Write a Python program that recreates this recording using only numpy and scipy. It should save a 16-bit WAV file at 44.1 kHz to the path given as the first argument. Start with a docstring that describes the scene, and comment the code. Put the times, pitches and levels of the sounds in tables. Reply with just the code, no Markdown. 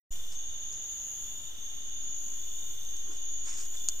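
"""A soft thump as a trail camera switches on, then a forest at night: three near crickets trill in
overlapping waves and a lower one purrs further off, each wing stroke a short tone. A distant chorus,
a high insect hiss and a low rush of air lie behind them. A porcupine shuffles away over dry litter,
its feet and tail brushing out grainy noise, and near the end something brittle snaps and briefly rings."""
import sys
import numpy as np
from scipy import signal
from scipy.fft import rfft, irfft, next_fast_len
from scipy.io import wavfile
from scipy.ndimage import map_coordinates

SR = 44100
rng = np.random.default_rng(int(sys.argv[2]) if len(sys.argv) > 2 else 0)


def generate_wav(signal):
    """Clip the signal to [-1, 1] and save it as 16-bit WAV at the path in sys.argv[1]."""
    frames = np.transpose(np.atleast_2d(signal))
    scaled = np.clip(frames, -1, 1) * 32767
    pcm = np.round(scaled).astype(np.int16)
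    wavfile.write(sys.argv[1], SR, pcm)


N = 176400
T = np.arange(N) / SR

# Spectra of the noise sources. Each row: frequency in Hz, relative level in dB.
AIR_SPECTRUM = [(20, 28), (35, 8.5), (60, 17.5), (120, 6), (200, 3.5), (340, 2), (500, -1), (1200, -4),
                (2400, -5.5), (5000, -7), (10000, -8), (15000, -8.5)]
HISS_SPECTRUM = [(5000, -24), (8000, -4), (10000, -3), (12000, 0), (13500, 0), (15000, 2), (16000, -2.5)]
LITTER_SPECTRUM = [(700, -37), (2600, -8), (4000, -7.5), (5500, 7.5), (7500, 5), (10000, -8.5),
                   (15000, -32)]
SOIL_SPECTRUM = [(200, -13), (700, 1), (1400, 3.5), (2600, 2.5), (4000, -8), (7000, 8), (15000, -20)]
FOOTFALL_SPECTRUM = [(100, -52), (250, -4), (350, 4), (600, -17), (1100, -8), (2000, -23), (5000, -28)]
# Distant crowds of crickets. Each row: pitch in Hz, spread in Hz, level in dB, pulses per second.
CROWDS = [(2926, 64, -60, 24), (3110, 143, -61.5, 45), (3500, 110, -57.5, 37), (5870, 51, -62.5, 180),
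          (6330, 150, -56, 24), (6664, 160, -51, 64), (7180, 110, -59, 100)]
# Calls of a hissing bush cricket and of a thin, very high insect.
# Each row: start in seconds, length in seconds, level in dB.
HISS_BOUTS = [(-.45, 0.74, -55), (.81, 0.62, -57), (2.15, .82, -56.5), (3.55, .8, -54.5)]
WHISTLES = [(-.45, .92, -66.5), (1.012, 0.81, -63.5), (2.452, 0.92, -65)]
# Feet and tail brushing the litter. Each row: middle in seconds, half length in seconds,
# level of the leaves in dB, level of the soil relative to the leaves in dB.
SHUFFLES = [(0.163, 0.072, -61.5, 0.5), (0.333, 0.02, -52, -9), (0.744, 0.039, -59, -18),
            (3.15, 0.027, -55.5, -13), (3.487, 0.025, -49, -1.5), (3.54, 0.011, -48.5, -5.5),
            (3.604, 0.027, -45.5, -7.5), (3.658, 0.0041, -52.5, -4), (3.751, 0.0055, -59, 7),
            (3.794, .014, -55.5, -7), (3.848, 0.0038, -52, -12)]
# Ticks of leaves and grit. 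Each row: start in seconds, level in dB.
TICKS = [(.1262, -45), (0.3245, -44), (.7265, -44), (2.9665, -45.5), (3.4817, -46), (3.5018, -38),
         (3.575, -38), (3.7707, -40)]
# A soft step on earth. One row: middle in seconds, half length in seconds, level in dB.
FOOTFALL = (3.11, 0.032, -57.5)
# The cracks of the snap and their echo. Each row: start in seconds, level in dB.
CRACKS = [(3.8868, -10.5), (3.8875, -16), (3.891, -27), (3.8958, -27.5)]
# Modes of the snap. Each row: frequency in Hz, relative level in dB, time to fall 60 dB in seconds.
SNAP_MODES = [(1460, -35, 0.014), (3500, -48, 0.0011), (4700, -36, 0.0047), (5280, -14, 0.0067),
              (6685, 3, 0.0065), (8200, -3, 0.0017), (9800, -45, .003)]
# Trills of the nearest cricket, a higher one, a softer neighbour and the low one.
# Each row: start in seconds, length in seconds, base level in dB.
LEAD_TRILLS = [(.345, 1.03, -41), (1.6, 0.86, -45), (2.845, 0.88, -47.5)]
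HIGH_TRILLS = [(-.6, 0.75, -38.5), (.66, 0.85, -44.5), (1.93, 0.82, -46.5), (3.18, .86, -50)]
SOFT_TRILLS = [(.72, 0.52, -48), (2.12, 0.99, -50.5), (3.72, 0.67, -57.5)]
LOW_TRILLS = [(0, 1.04, -54.5), (1.15, 1, -54.5), (2.34, 0.706, -54), (3.06, 0.565, -59), (3.72, 0.25, -54)]


def amp(db):
    """Amplitude grows tenfold for every 20 dB."""
    return 10 ** (np.asarray(db) / 20)


def unit(x):
    """Normalisation to an rms of 1."""
    return x / np.sqrt(np.mean(x ** 2) + 1e-20)


def wobble(rate):
    """Smooth random modulation through `rate` knots per second."""
    return map_coordinates(rng.standard_normal(4096), [T * rate], mode="wrap")


def filtered(x, response):
    """Linear filtering: the spectrum times a frequency response."""
    size = next_fast_len(N + SR // 2)
    return irfft(rfft(x, size) * response(np.fft.rfftfreq(size, 1 / SR)), size)[..., :N]


def coloured(x, spectrum):
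    """Spectral shaping through (Hz, dB) points, at an rms of 1."""
    f, db = np.transpose(spectrum)
    return unit(filtered(x, lambda hz: amp(np.interp(np.log(hz + 1), np.log(f), db))))


def noise(width):
    """Mid-side stereo white noise; width is the ratio of side to mid."""
    mid, side = rng.standard_normal((2, N))
    return unit(np.array([mid + width * side, mid - width * side]))


def gate(start, length, attack_s, release_s):
    """A trapezoidal envelope: attack, hold and release."""
    return np.clip((T - start) / attack_s, 0, 1) * np.clip((start + length - T) / release_s, 0, 1)


def swell(middle, half, db):
    """A Gaussian envelope for one stroke."""
    return amp(db) * np.exp(-.5 * ((T - middle) / half) ** 2)


def undergrowth(x, wet_db, t60, width):
    """Scattering from stems and leaves adds a decaying tail to the direct sound."""
    tail = (noise(width) * amp(-60 * T / t60))[:, :SR // 2]
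    tail /= np.sqrt(np.sum(tail ** 2) / 2)
    scatter = signal.fftconvolve(x[None], tail, axes=1)[:, :N]
    return (x + amp(wet_db) * scatter) / np.sqrt(1 + amp(2 * wet_db))


def night_air():
    """Stationary noise weighted to low frequencies is heard as a steady rush."""
    return amp(-50.5) * coloured(noise(0.63), AIR_SPECTRUM)


def chorus():
    """Incoherent summation: many far crickets blur into narrow, fluttering bands of noise."""
    out = np.zeros((2, N))
    for hz, spread, db, rate in CROWDS:
        width = 1.5 if hz < 4500 else .8
        band = unit(filtered(noise(width), lambda f: (1 + ((f - hz) / (2.36 * spread)) ** 2) ** -1.5))
        flutter = 1 + 0.15 * np.sin(2 * np.pi * (rate * T + 0.43 * wobble(7)))
        out += band * unit(flutter) * amp(db + 0.23 * wobble(3.7))
    return out


def shrill(pitch, spread_hz):
    """Line broadening: slow noise modulates a tone into a fuzzy band around its pitch."""
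    blur = unit(filtered(noise(0.93), lambda f: 1 / (1 + (f / spread_hz) ** 2)))
    return unit(blur * np.sin(2 * np.pi * np.cumsum(pitch) / SR))


def high_insects(edge_hz=15000, climb_hz=2000, climb_s=0.29, whistle_hz=11950, sag_hz=1100, sag_s=0.2):
    """Exponential glides over broadband hiss: a bush cricket's bright edge climbs, a whistle sinks."""
    out = np.zeros((2, N))
    hiss = amp(-1) * coloured(noise(1), HISS_SPECTRUM)
    for start, length, db in HISS_BOUTS:
        age = np.maximum(T - start, 0)
        edge = amp(-9) * shrill(edge_hz - climb_hz * np.exp(-age / climb_s), spread_hz=440)
        edge *= gate(start, length, attack_s=0.013, release_s=.03)
        lingering_hiss = hiss * gate(start, length + 0.094, attack_s=0.084, release_s=0.21)
        out += amp(db) * (lingering_hiss + edge)
    for start, length, db in WHISTLES:
        age = np.maximum(T - start, 0)
        whistle = shrill(whistle_hz + sag_hz * np.exp(-age / sag_s), spread_hz=280)
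        whistle *= amp(-3.5 + 1.2 * wobble(50))
        out += amp(db) * (whistle + hiss) * gate(start, length, attack_s=0.23, release_s=0.048)
    return out * amp(0.55 * wobble(19)) * amp([[-1.5], [1.5]])  # leans to the right


def porcupine():
    """Friction on litter and soil gives grainy noise; small impacts give ticks and a soft footfall."""
    leaves = coloured(noise(0.36) * amp(2.5 * wobble(900)), LITTER_SPECTRUM)
    leaves *= sum(swell(middle, half, db) for middle, half, db, _ in SHUFFLES)
    soil = coloured(noise(0.083) * amp(3.7 * wobble(500)), SOIL_SPECTRUM)
    soil *= sum(swell(middle, half, db + soil_db) for middle, half, db, soil_db in SHUFFLES)
    ticks = coloured(noise(0.31), LITTER_SPECTRUM)
    ticks *= sum(amp(db - 60 * np.abs(T - start) / 0.018) * (T >= start) for start, db in TICKS)
    footfall = coloured(noise(0.084), FOOTFALL_SPECTRUM) * swell(*FOOTFALL)
    return leaves + soil + ticks + footfall


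def snap():
    """Brittle fracture close by: a double crack excites heavily damped modes."""
    out = np.zeros(N)
    for start, db in CRACKS:
        age = np.maximum(T - start, 0)
        onset = 1 - np.exp(-age / .00008)
        ring = sum(amp(level - 60 * age / t60) * np.sin(2 * np.pi * hz * age)
                   for hz, level, t60 in SNAP_MODES)
        out += amp(db) * onset * ring
    return undergrowth(out, wet_db=-11, t60=.045, width=1.2)


def cricket(trills, hz, stroke_rate, duty, sag_hz, climb_hz, climb_s,
            attack_s, release_s, arch_db, jitter, waver_hz, accent_db=0, accent_s=0.08):
    """Stridulation: each wing stroke is a tone that sags; a trill starts flat and climbs to pitch."""
    out = np.zeros(N)
    for start, length, db in trills:
        age = np.maximum(T - start, 0)
        strokes = stroke_rate * age + jitter * wobble(12)
        progress = np.minimum(strokes % 1 / duty, 1)  # 0 to 1 while a stroke sounds
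        pitch = hz - sag_hz * progress ** 2 - climb_hz * np.exp(-age / climb_s) + waver_hz * wobble(110)
        pulses = unit(np.sin(np.pi * progress) * np.sin(2 * np.pi * np.cumsum(pitch) / SR))
        arch = arch_db * (np.sin(np.pi * np.minimum(age / length, 1)) - 1)
        accent = accent_db * np.exp(-(age / accent_s) ** 2)  # the cricket digs in at the start
        out += pulses * gate(start, length, attack_s, release_s) * amp(db + arch + accent + wobble(45))
    return out


def near_crickets():
    """The ratio of scattered to direct sound sets four singers at their own depths in the undergrowth."""
    lead = cricket(LEAD_TRILLS, hz=6789, stroke_rate=58, duty=.9, sag_hz=466, climb_hz=260, climb_s=.05,
                   attack_s=0.014, release_s=0.044, arch_db=5, jitter=.08, waver_hz=23.9, accent_db=5)
    high = cricket(HIGH_TRILLS, hz=6907, stroke_rate=52, duty=.6, sag_hz=110, climb_hz=221.5,
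                   climb_s=0.055, attack_s=.06, release_s=0.041, arch_db=-0.5, jitter=0.0614, waver_hz=20)
    soft = cricket(SOFT_TRILLS, hz=6425, stroke_rate=51, duty=0.57, sag_hz=111.5, climb_hz=80,
                   climb_s=0.0605, attack_s=0.034, release_s=.05, arch_db=1.5, jitter=0.054, waver_hz=17)
    low = cricket(LOW_TRILLS, hz=3623, stroke_rate=26, duty=.6, sag_hz=120, climb_hz=60.3,
                  climb_s=0.29, attack_s=.03, release_s=0.042, arch_db=1.3, jitter=.14, waver_hz=28.98)
    return (undergrowth(lead, wet_db=2.5, t60=.11, width=1.05)
            + undergrowth(high, wet_db=2.5, t60=.12, width=1.2)
            + undergrowth(soft, wet_db=6, t60=0.096, width=1.2)
            + undergrowth(low, wet_db=7, t60=0.1, width=1.46))


def scene():
    """Superposition: insects all round, the animal in front."""
    return near_crickets() + chorus() + high_insects() + night_air() + porcupine() + snap()


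def record(dry):
    """A switch-on transient: the camera's bias jumps and settles with a thump; its band is limited."""
    on_s, rise_s, settle_s, top_hz = 0.1062, 0.011, 1.186, 15350
    age = np.maximum(T - on_s, 0)
    fade_in = np.clip(age / rise_s, 0, 1)
    bias = -0.033 + amp(-23) * np.exp(-age / settle_s)
    return filtered(fade_in * (dry + bias), lambda hz: hz < top_hz)


dry = scene()
out = record(dry)
generate_wav(out)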